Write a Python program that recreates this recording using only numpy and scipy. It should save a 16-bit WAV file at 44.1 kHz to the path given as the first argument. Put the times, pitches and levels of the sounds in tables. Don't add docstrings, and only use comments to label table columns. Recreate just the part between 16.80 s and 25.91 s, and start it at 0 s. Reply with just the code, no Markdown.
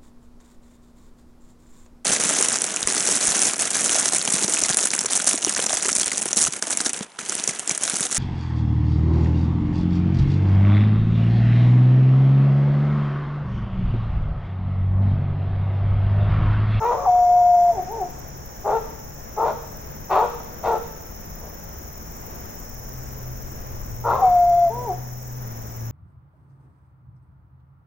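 import sys
import numpy as np
from scipy import signal
from scipy.fft import rfft, irfft, next_fast_len
from scipy.io import wavfile
from scipy.ndimage import uniform_filter1d

SR = 44100
rng = np.random.default_rng(int(sys.argv[2]) if len(sys.argv) > 2 else 0)


def pcm_store(signal):
    levels = np.round(np.clip(np.atleast_2d(signal), -1, 1) * 32767)
    wavfile.write(sys.argv[1], SR, levels.astype(np.int16).T)


N = 401751
TIME = np.arange(N) / SR


def from_db(db):
    return np.exp(np.asarray(db) * (np.log(10) / 20))


def rms_one(x):
    return x / np.sqrt(np.mean(x ** 2) + 1e-20)


def evened(x, size=900):
    return x / np.sqrt(np.abs(uniform_filter1d(x * x, size)) + 1e-12)


def in_time(rows):
    times, *columns = np.transpose(rows)
    return [np.interp(TIME, times, column) for column in columns]


def latest(rows):
    starts, *columns = np.transpose(rows)
    which = np.maximum(np.searchsorted(starts, TIME, "right") - 1, 0)
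    return [np.maximum(TIME - starts[which], 0)] + [column[which] for column in columns]


def envelope(t, length, attack_s, release_s):
    return np.clip(np.minimum(t / attack_s, (length - t) / release_s), 0, 1)


def bell(t, width):
    return np.exp(-.5 * np.minimum((t / width) ** 2, 100))


def swells(rows, rise_s, fall_s):
    out = np.zeros(N)
    for peak_s, db in rows:
        near = slice(max(int((peak_s - 4 * rise_s) * SR), 0), int((peak_s + 4 * fall_s) * SR))
        t = TIME[near] - peak_s
        out[near] += from_db(db) * np.exp(-.5 * (t / np.where(t < 0, rise_s, fall_s)) ** 2)
    return out


def drift(rate):
    knots = rng.standard_normal(int(N / SR * rate) + 4)
    smooth = signal.resample_poly(knots, 8, 1)
    return rms_one(np.interp(TIME * rate * 8, np.arange(len(smooth)), smooth))


def phase_of(hz):
    return 2 * np.pi * np.cumsum(hz) / SR


def colour(x, gain_at):
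    size = next_fast_len(N + 8192)
    hz = np.arange(size // 2 + 1) * SR / size + 1e-3
    return irfft(rfft(x, size) * gain_at(hz), size)[..., :N]


def at_hz(points, hz):
    point_hz, values = np.transpose(points)
    return np.interp(np.log(hz), np.log(point_hz), values)


def shaped(x, spectrum):
    return colour(x, lambda hz: from_db(at_hz(spectrum, hz)))


def moving_resonance(x, centre_hz, width_hz, size=160):
    radius, state, out = np.exp(-np.pi * width_hz / SR), np.zeros(2), np.zeros(N)
    feed = np.array([1, 0, -1]) * (1 - radius ** 2) / 2
    for i in range(0, N, size):
        feedback = [1, -2 * radius * np.cos(2 * np.pi * centre_hz[i] / SR), radius ** 2]
        out[i:i + size], state = signal.lfilter(feed, feedback, x[i:i + size], zi=state)
    return out


def later(x, delay_s):
    return np.interp(TIME - delay_s, TIME, x, left=0)


def pan(db):
    return from_db(np.array([[db], [-db]]) / 2)


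def stereo_noise(likeness):
    mid, side = rng.standard_normal((2, N))
    common = colour(mid, lambda hz: np.sqrt(1 + at_hz(likeness, hz)))
    apart = colour(side, lambda hz: np.sqrt(1 - at_hz(likeness, hz)))
    return np.array([common + apart, common - apart])


def vocal_folds(pitch_hz, rough, jitter=.07, doubling=.47, unsteady=.02):
    rough = np.clip(rough, 0, 1)
    phase = phase_of(pitch_hz * (1 + rough * (jitter * drift(350) + unsteady * drift(70))))
    pulses = sum(np.cos(k * phase) / (1 + (k / 6) ** 2) for k in range(1, 10))
    pulses *= 1 + rough * (doubling * np.cos(phase / 2) + 1.1 * drift(260))
    air = rng.standard_normal(N) * (1 + .6 * np.cos(phase))
    return (1 - .55 * rough) * pulses + 3.8 * rough ** 1.25 * air


# start in seconds,
# length in seconds, level in dB, first pitch in Hz, top pitch in Hz, moment of the top pitch,
# roughness from 0 to 1, harshest moment, the mouth's resonance in Hz when open and when closed,
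# rasp in dB, raspiest moment.
BARKS = [(0.0, 0.2, -19, 445.1, 489.5, .42, 0.33, 0.665, 878, 660, -21.5, 0.29),
         (1.84, 0.17, -19, 396, 461.9, 0.66, .38, .36, 735, 620, -26, 0.74),
         (2.563, 0.18, -19.5, 424.2, 485.6, .5, .5, .72, 842, 530, -23.5, 0.67),
         (3.293, .196, -16.5, 365, 490.5, .74, .6, .44, 846, 610, -18.5, .14),
         (3.828, 0.17, -19.5, 435, 470, .42, .58, .13, 740, 490, -21, 0.21),
         (7.236, 0.18, -19, 465, 533, .75, 0.5, .45, 915, 650, -24, .55)]


def bark_gesture(loudest_at=.42, arch_db=7.5, widest_at=.3, sag_hz_per_s=550, rasp_fade_db_per_s=95):
    (t, length, db, first_hz, top_hz, top_at, rough, harsh_at,
     open_hz, closed_hz, rasp_db, rasp_at) = latest(BARKS)
    t = np.minimum(t, length)
    moment, past_top_s = t / length, t - top_at * length
    gain = envelope(t, length, attack_s=.02, release_s=.038)
    gain *= from_db(db - arch_db * (2 * (moment - loudest_at)) ** 2)
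    climb_hz = (top_hz - first_hz) * np.minimum(moment / top_at, 1) ** 2
    pitch_hz = first_hz + climb_hz - sag_hz_per_s * np.maximum(past_top_s, 0)
    rough = rough * (1 - .39 * bell(past_top_s, .016)) + .5 * bell(t - harsh_at * length, .017)
    mouth_hz = open_hz + (closed_hz - open_hz) * ((moment - widest_at) / (1 - widest_at)) ** 2
    return gain, pitch_hz, rough, mouth_hz, rasp_db - rasp_fade_db_per_s * abs(t - rasp_at * length)


# frequency in Hz, gain in dB.
THROAT = [(200, -39.5), (310, -8.5), (400, 1), (500, 1.5), (600, 0.5), (800, 0.5), (950, -2), (1100, -5),
          (1330, -2), (1580, -13.5), (2500, -32.5), (3100, -34), (3550, -32), (9000, -48)]


def barks(leak=.13, second_db=-4.5, bite_hz=2500):
    gain, pitch_hz, rough, mouth_hz, rasp_db = strained(bark_gesture())
    voice = shaped(vocal_folds(pitch_hz, rough), THROAT)
    body = colour(voice, lambda hz: 1 / (1 + (hz / 1550) ** 12))
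    mouth = moving_resonance(body, mouth_hz, width_hz=506) + leak * body
    second = moving_resonance(body, 1.552 * mouth_hz, width_hz=290)
    mouth -= from_db(second_db) * (mouth_hz / 800) ** 2 * second
    rasp = from_db(rasp_db - .5) * evened(voice - body)
    bite = from_db(11 + 2 * rasp_db) * evened(colour(voice, lambda hz: bell(hz - bite_hz, 230)))
    return gain * (evened(mouth, size=400) + rasp + bite)


# delay in seconds, level in dB, left over right in dB.
ECHOES = [(.031, -12, 6.5), (.083, -29.5, -2), (.145, -26.5, 3)]


def yard(sound, sideways, scatter_s=.069, scatter_db=-9, tail_s=1.0, tail_db=-11):
    t = TIME[:SR]
    scatter = rng.standard_normal((2, SR)) * from_db(-60 * t / scatter_s)
    tail = rng.standard_normal((2, SR)) * from_db(-60 * t / tail_s) * np.clip(t / .048, 0, 1)
    response = (from_db(scatter_db) * rms_one(scatter) + from_db(tail_db) * rms_one(tail)) / np.sqrt(SR)
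    ground = [(300, -8), (460, 3.5), (700, -4), (950, -4), (1400, 6.5), (2500, 7), (3500, 15.5),
              (8000, 2)]
    reverb = shaped(signal.fftconvolve(sideways[None], response, axes=1)[:, :N], ground)
    echoes = sum(from_db(db) * pan(side_db) * later(sideways, delay) for delay, db, side_db in ECHOES)
    direct = pan(1.8) * shaped(sound, [(2400, 0), (3300, -7), (9000, -7)])
    return direct + reverb + echoes


# frequency in Hz, gain in dB.
CHORUS = [(4000, -35), (4750, -22.5), (5100, -2), (5800, -2), (6400, -2), (6950, 1), (7400, -17),
          (8200, -18.5), (11000, -17.5), (13000, -12.5), (15300, 0), (16000, -8.5)]


def insect_chorus(level_db=-47, swell_db=2, swell_at_s=5.9):
    gain = from_db(level_db + swell_db * bell(TIME - swell_at_s, .5))
    return pan(-.5) * gain * rms_one(shaped(rng.standard_normal((2, N)), CHORUS))


def wing_tone(hz, width_hz):
    noise = rng.standard_normal((2, N))
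    return rms_one(colour(noise, lambda f: 1 / (1 + (2 * (f - hz) / width_hz) ** 4)))


# pitch in Hz, width of the tone in Hz, pulses per second, level in dB,
# left over right in dB.
CRICKETS = [(5760, 520, 70, -55, -2.5), (5576, 650, 150, -61.5, -6), (6300, 600, 120, -62, -10),
            (6810, 400, 35, -66, -19.5)]


def crickets():
    out = np.zeros((2, N))
    for hz, width_hz, pulses_hz, db, side_db in CRICKETS:
        trill = rms_one(1 + .94 * np.sin(phase_of(pulses_hz * (1 + .013 * drift(3.3)))))
        out += from_db(db) * pan(side_db) * trill * wing_tone(hz, width_hz)
    return out


# time in seconds, pitch in Hz (for the engine, its firing rate), relative level in dB.
ENGINE_PULLS = [(0.2, 124.4, -53), (1.79, 138.3, -48.5), (5.24, 164.9, -52), (5.75, 155, -57.5)]
ENGINE_LABOURS = [(5.9, 123.8, -53), (6.04, 125.8, -39), (6.65, 126.4, -38.5), (6.69, 127.2, -48),
                  (7.0, 116.4, -41), (7.25, 116.3, -32), (7.57, 116.7, -49), (7.9, 123.6, -36.5),
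                  (8.59, 122.3, -35), (8.87, 112.5, -36.5), (9.11, 112.7, -31.5)]
HUM = [(0.3, 220.4, -61.5), (0.54, 236.2, -57.5), (4.2, 218, -50.5), (5.18, 223.7, -52.5),
       (8.9, 221.1, -49.5)]


def truck(hum_db=-1.5):
    out = np.zeros(N)
    for curve, gain_db in ((ENGINE_PULLS + ENGINE_LABOURS, 0), (HUM, hum_db)):
        hz, level_db = in_time(curve)
        gain = np.sqrt(2) * from_db(level_db + gain_db + 2 * drift(12))
        out += gain * np.sin(phase_of(hz * (1 + .014 * drift(16))))
    return out


# frequency in Hz, gain in dB.
AIR = [(20, -2), (70, 0), (120, -6), (190, -8.5), (280, -11.5), (480, -10), (850, -12.5), (1050, -15.5),
       (1800, -21), (3000, -31.5), (4600, -38.5), (9000, -70.5)]
# frequency in Hz, likeness from 0 to 1.
AIR_LIKENESS = [(30, 0.5), (100, 1), (250, 1), (600, 0.4), (1500, 0.45), (4000, 0)]


def open_air(level_db=-39.5):
    return from_db(level_db + drift(4)) * rms_one(shaped(stereo_noise(AIR_LIKENESS), AIR))


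def rumble(level_db=-44.5, swell_db=10, swell_at_s=6.95):
    spectrum = [(10, -13), (30, -1), (75, -8.5), (110, -12.5), (300, -39), (2000, -91.5)]
    gain = from_db(level_db + swell_db * bell(TIME - swell_at_s, .53))
    return gain * rms_one(shaped(stereo_noise(AIR_LIKENESS), spectrum))


# time in seconds, relative level in dB.
STRAY_TICKS = [(0.0494, -41), (0.1894, -44.5)]


def katydid_ticks(count=10, first_s=.841, gap_s=.0957, quickens_s=.00096):
    k = np.arange(count)
    times = first_s + gap_s * k - quickens_s * k ** 2 / 2
    run = list(zip(times, -36.5 - 7 * bell(k, .91)))
    return from_db(-3.5) * swells(STRAY_TICKS + run, rise_s=.008, fall_s=.004)


# time in seconds, wing strokes per second.
STROKES = [(1.702, 20.7), (5.2, 20.93), (6.7, 20.5), (8.3, 20.53), (9.11, 20.15)]
# frequency in Hz, gain in dB.
WINGS = [(8000, -40), (11300, -22.5), (12400, -26), (13000, -8), (14500, -5.5), (15400, -4.5),
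         (16000, -6.5)]


def katydid(buzz_db=-44, softer_db=5, warm_up_s=1.2, stroke_db=5.5):
    t = np.maximum(TIME - STROKES[0][0], 0)
    buzz = (t > 0) * from_db(buzz_db - softer_db * np.exp(-t / warm_up_s))
    phase = phase_of((t > 0) * in_time(STROKES)[0])
    sawtooth = np.sin(phase) - .4 * np.sin(2 * phase) + .2 * np.sin(3 * phase)
    strokes = rms_one(from_db(stroke_db * sawtooth))
    scrape = rms_one(shaped(stereo_noise([(8000, .41), (16000, .37)]), WINGS))
    left, right = scrape * from_db(1.2 * drift(500))
    teeth = np.array([left, np.roll(right, 11)])
    return pan(9) * teeth * (katydid_ticks() + buzz * strokes)


# start in seconds,
# length in seconds, level in dB, pitch in Hz, roughness from 0 to 1.
STRAINS = [(.15, .135, -29, 552, .5), (7.37, 0.1, -27, 536.6, .65)]
STRAIN_FADE_S = .025


def strained(gesture, mouth_hz=830, rasp_db=-29.5):
    t, length, db, pitch_hz, rough = latest(STRAINS)
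    share = envelope(t, length, STRAIN_FADE_S, STRAIN_FADE_S)
    held = from_db(db), pitch_hz, rough, mouth_hz, rasp_db
    return [bark + share * (note - bark) for bark, note in zip(gesture, held)]


def early_falsetto(pitch_hz=730, weaker_db=3.5, waver=.02, flicker_db=3.5):
    t, length, db, _, _ = latest(STRAINS)
    gain = envelope(t, length, STRAIN_FADE_S, STRAIN_FADE_S)
    gain *= from_db(db - weaker_db + flicker_db * drift(50))
    return gain * np.sqrt(2) * np.sin(phase_of(pitch_hz * (1 + waver * drift(120))))


# start in seconds, length in seconds, level in dB, early accent in dB, pitch in Hz,
# sag in Hz per second, overshoot in Hz, settling time in seconds, overtone boost in dB,
# chest voice in dB, its fade in dB per second.
HOWLS = [(.252, .686, -15, 1.5, 721.4, 28.95, 750, 0.0067, 0, -22.5, 5.5),
         (7.408, 0.494, -15.3, 3.3, 713.2, 45.1, 95, .043, 3, -19, 85)]
# multiple of the pitch, level in dB before the boost.
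HOWL_PARTIALS = [(1, 0), (2, -45.5), (3, -47), (5, -64), (6, -58)]
# frequency in Hz, gain in dB.
HOWL_HISS = [(250, -41), (500, 1.5), (750, 9.5), (1000, 1), (1500, -19), (2100, -28), (3050, -45),
             (3380, -11), (3700, -41), (4200, -31), (6000, -51)]


def howls(flutter=.0035, shimmer_db=.7, hiss_db=-25.5, chest_hz=479, chest_sag_hz_per_s=23):
    (t, length, level_db, accent_db, hz, sag, overshoot_hz, settle_s,
     boost_db, chest_db, chest_fade) = latest(HOWLS)
    t = np.minimum(t, length)
    droop_hz = 56.1 * np.exp((t - length) / .015)
    pitch_hz = hz + overshoot_hz * np.exp(-t / settle_s) - sag * t - droop_hz
    phase = phase_of(pitch_hz * (1 + flutter * drift(90)))
    tone = sum(from_db(db + boost_db * (k > 1)) * np.sin(k * phase) for k, db in HOWL_PARTIALS)
    chest_phase = phase_of((chest_hz - chest_sag_hz_per_s * t) * (1 + .008 * drift(170)))
    chest = np.sin(2 * chest_phase) + .31 * np.sin(chest_phase)
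    chest *= from_db(chest_db - chest_fade * t + 2 * drift(16))
    hiss = from_db(hiss_db) * rms_one(shaped(rng.standard_normal(N), HOWL_HISS))
    gain = envelope(t, length, attack_s=.02, release_s=.032)
    gain *= from_db(level_db + accent_db * bell(t - .043, .018) + shimmer_db * drift(60))
    return gain * (np.sqrt(2) * (tone + chest) + hiss)


# first chirp, last chirp and gap in seconds, level in dB.
CHIRP_BOUTS = [(.87, 3.93, .51, -64), (5.37, 8.89, .44, -62.5)]


def lone_chirper(chirp_s=.072, pulses_hz=70):
    chirps = [(s, db) for first, last, gap, db in CHIRP_BOUTS
              for s in np.arange(first, last + gap / 2, gap)]
    flutter = 1 + .61 * np.sin(2 * np.pi * pulses_hz * TIME)
    return swells(chirps, chirp_s, chirp_s) * wing_tone(hz=7680, width_hz=290) * flutter


# start and length in seconds, level in dB, level of the
# closing yelp in dB, top pitch in Hz, then time to the top, rise and fall in seconds,
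# roughness from 0 to 1.
WHIMPERS = [(.918, 0.11, -33.5, -23, 455, .002, 0.071, .056, 0.38),
            (1.068, 0.19, -31, -25.5, 459, 0.085, .056, .056, 0.16),
            (7.895, .245, -30.5, -25.5, 490.7, .131, .15, .062, 0.09)]


def whimpers(low_hz=353.6, flatness=3.2):
    t, length, level_db, yelp_db, top_hz, top_s, rise_s, fall_s, rough = latest(WHIMPERS)
    past_top_s = np.minimum(t, length) - top_s
    arch = np.exp(-abs(past_top_s / np.where(past_top_s < 0, rise_s, fall_s)) ** flatness)
    voice = vocal_folds(low_hz + (top_hz - low_hz) * arch, rough)
    yelp = from_db(yelp_db) * bell(past_top_s - 1.26 * fall_s, .011)
    gain = envelope(t, length, attack_s=.01, release_s=.01) * (from_db(level_db) + yelp)
    muzzle = [(200, -30), (350, -7.5), (420, .5), (480, -13), (600, 3), (730, 8.5), (950, -5.5),
              (1150, -22.5), (1500, -50.5), (3000, -47), (6000, -58)]
    return gain * evened(shaped(voice, muzzle))


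# time of its peak in seconds, level in dB.
WOOFS = [(4.645, -44)]


def woof():
    spectrum = [(200, -22), (450, -4), (700, 0), (1000, -9), (1600, -34), (6000, -60)]
    breath = rms_one(shaped(rng.standard_normal(N), spectrum))
    return swells(WOOFS, rise_s=.034, fall_s=.032) * breath


def scene():
    voice = barks() + whimpers() + woof()
    howl = howls() + early_falsetto()
    dog = yard(voice + howl, sideways=voice + from_db(-8) * howl)
    insects = katydid() + insect_chorus() + crickets() + lone_chirper()
    left, right = truck() + open_air() + rumble()
    far = pan(1.8) * np.array([later(left, delay_s=.00048), right])
    return dog + insects + far


def record(dry):
    return signal.sosfilt(signal.ellip(12, .1, 80, 15900, fs=SR, output="sos"), dry)


dry = scene()
out = record(dry)
pcm_store(out)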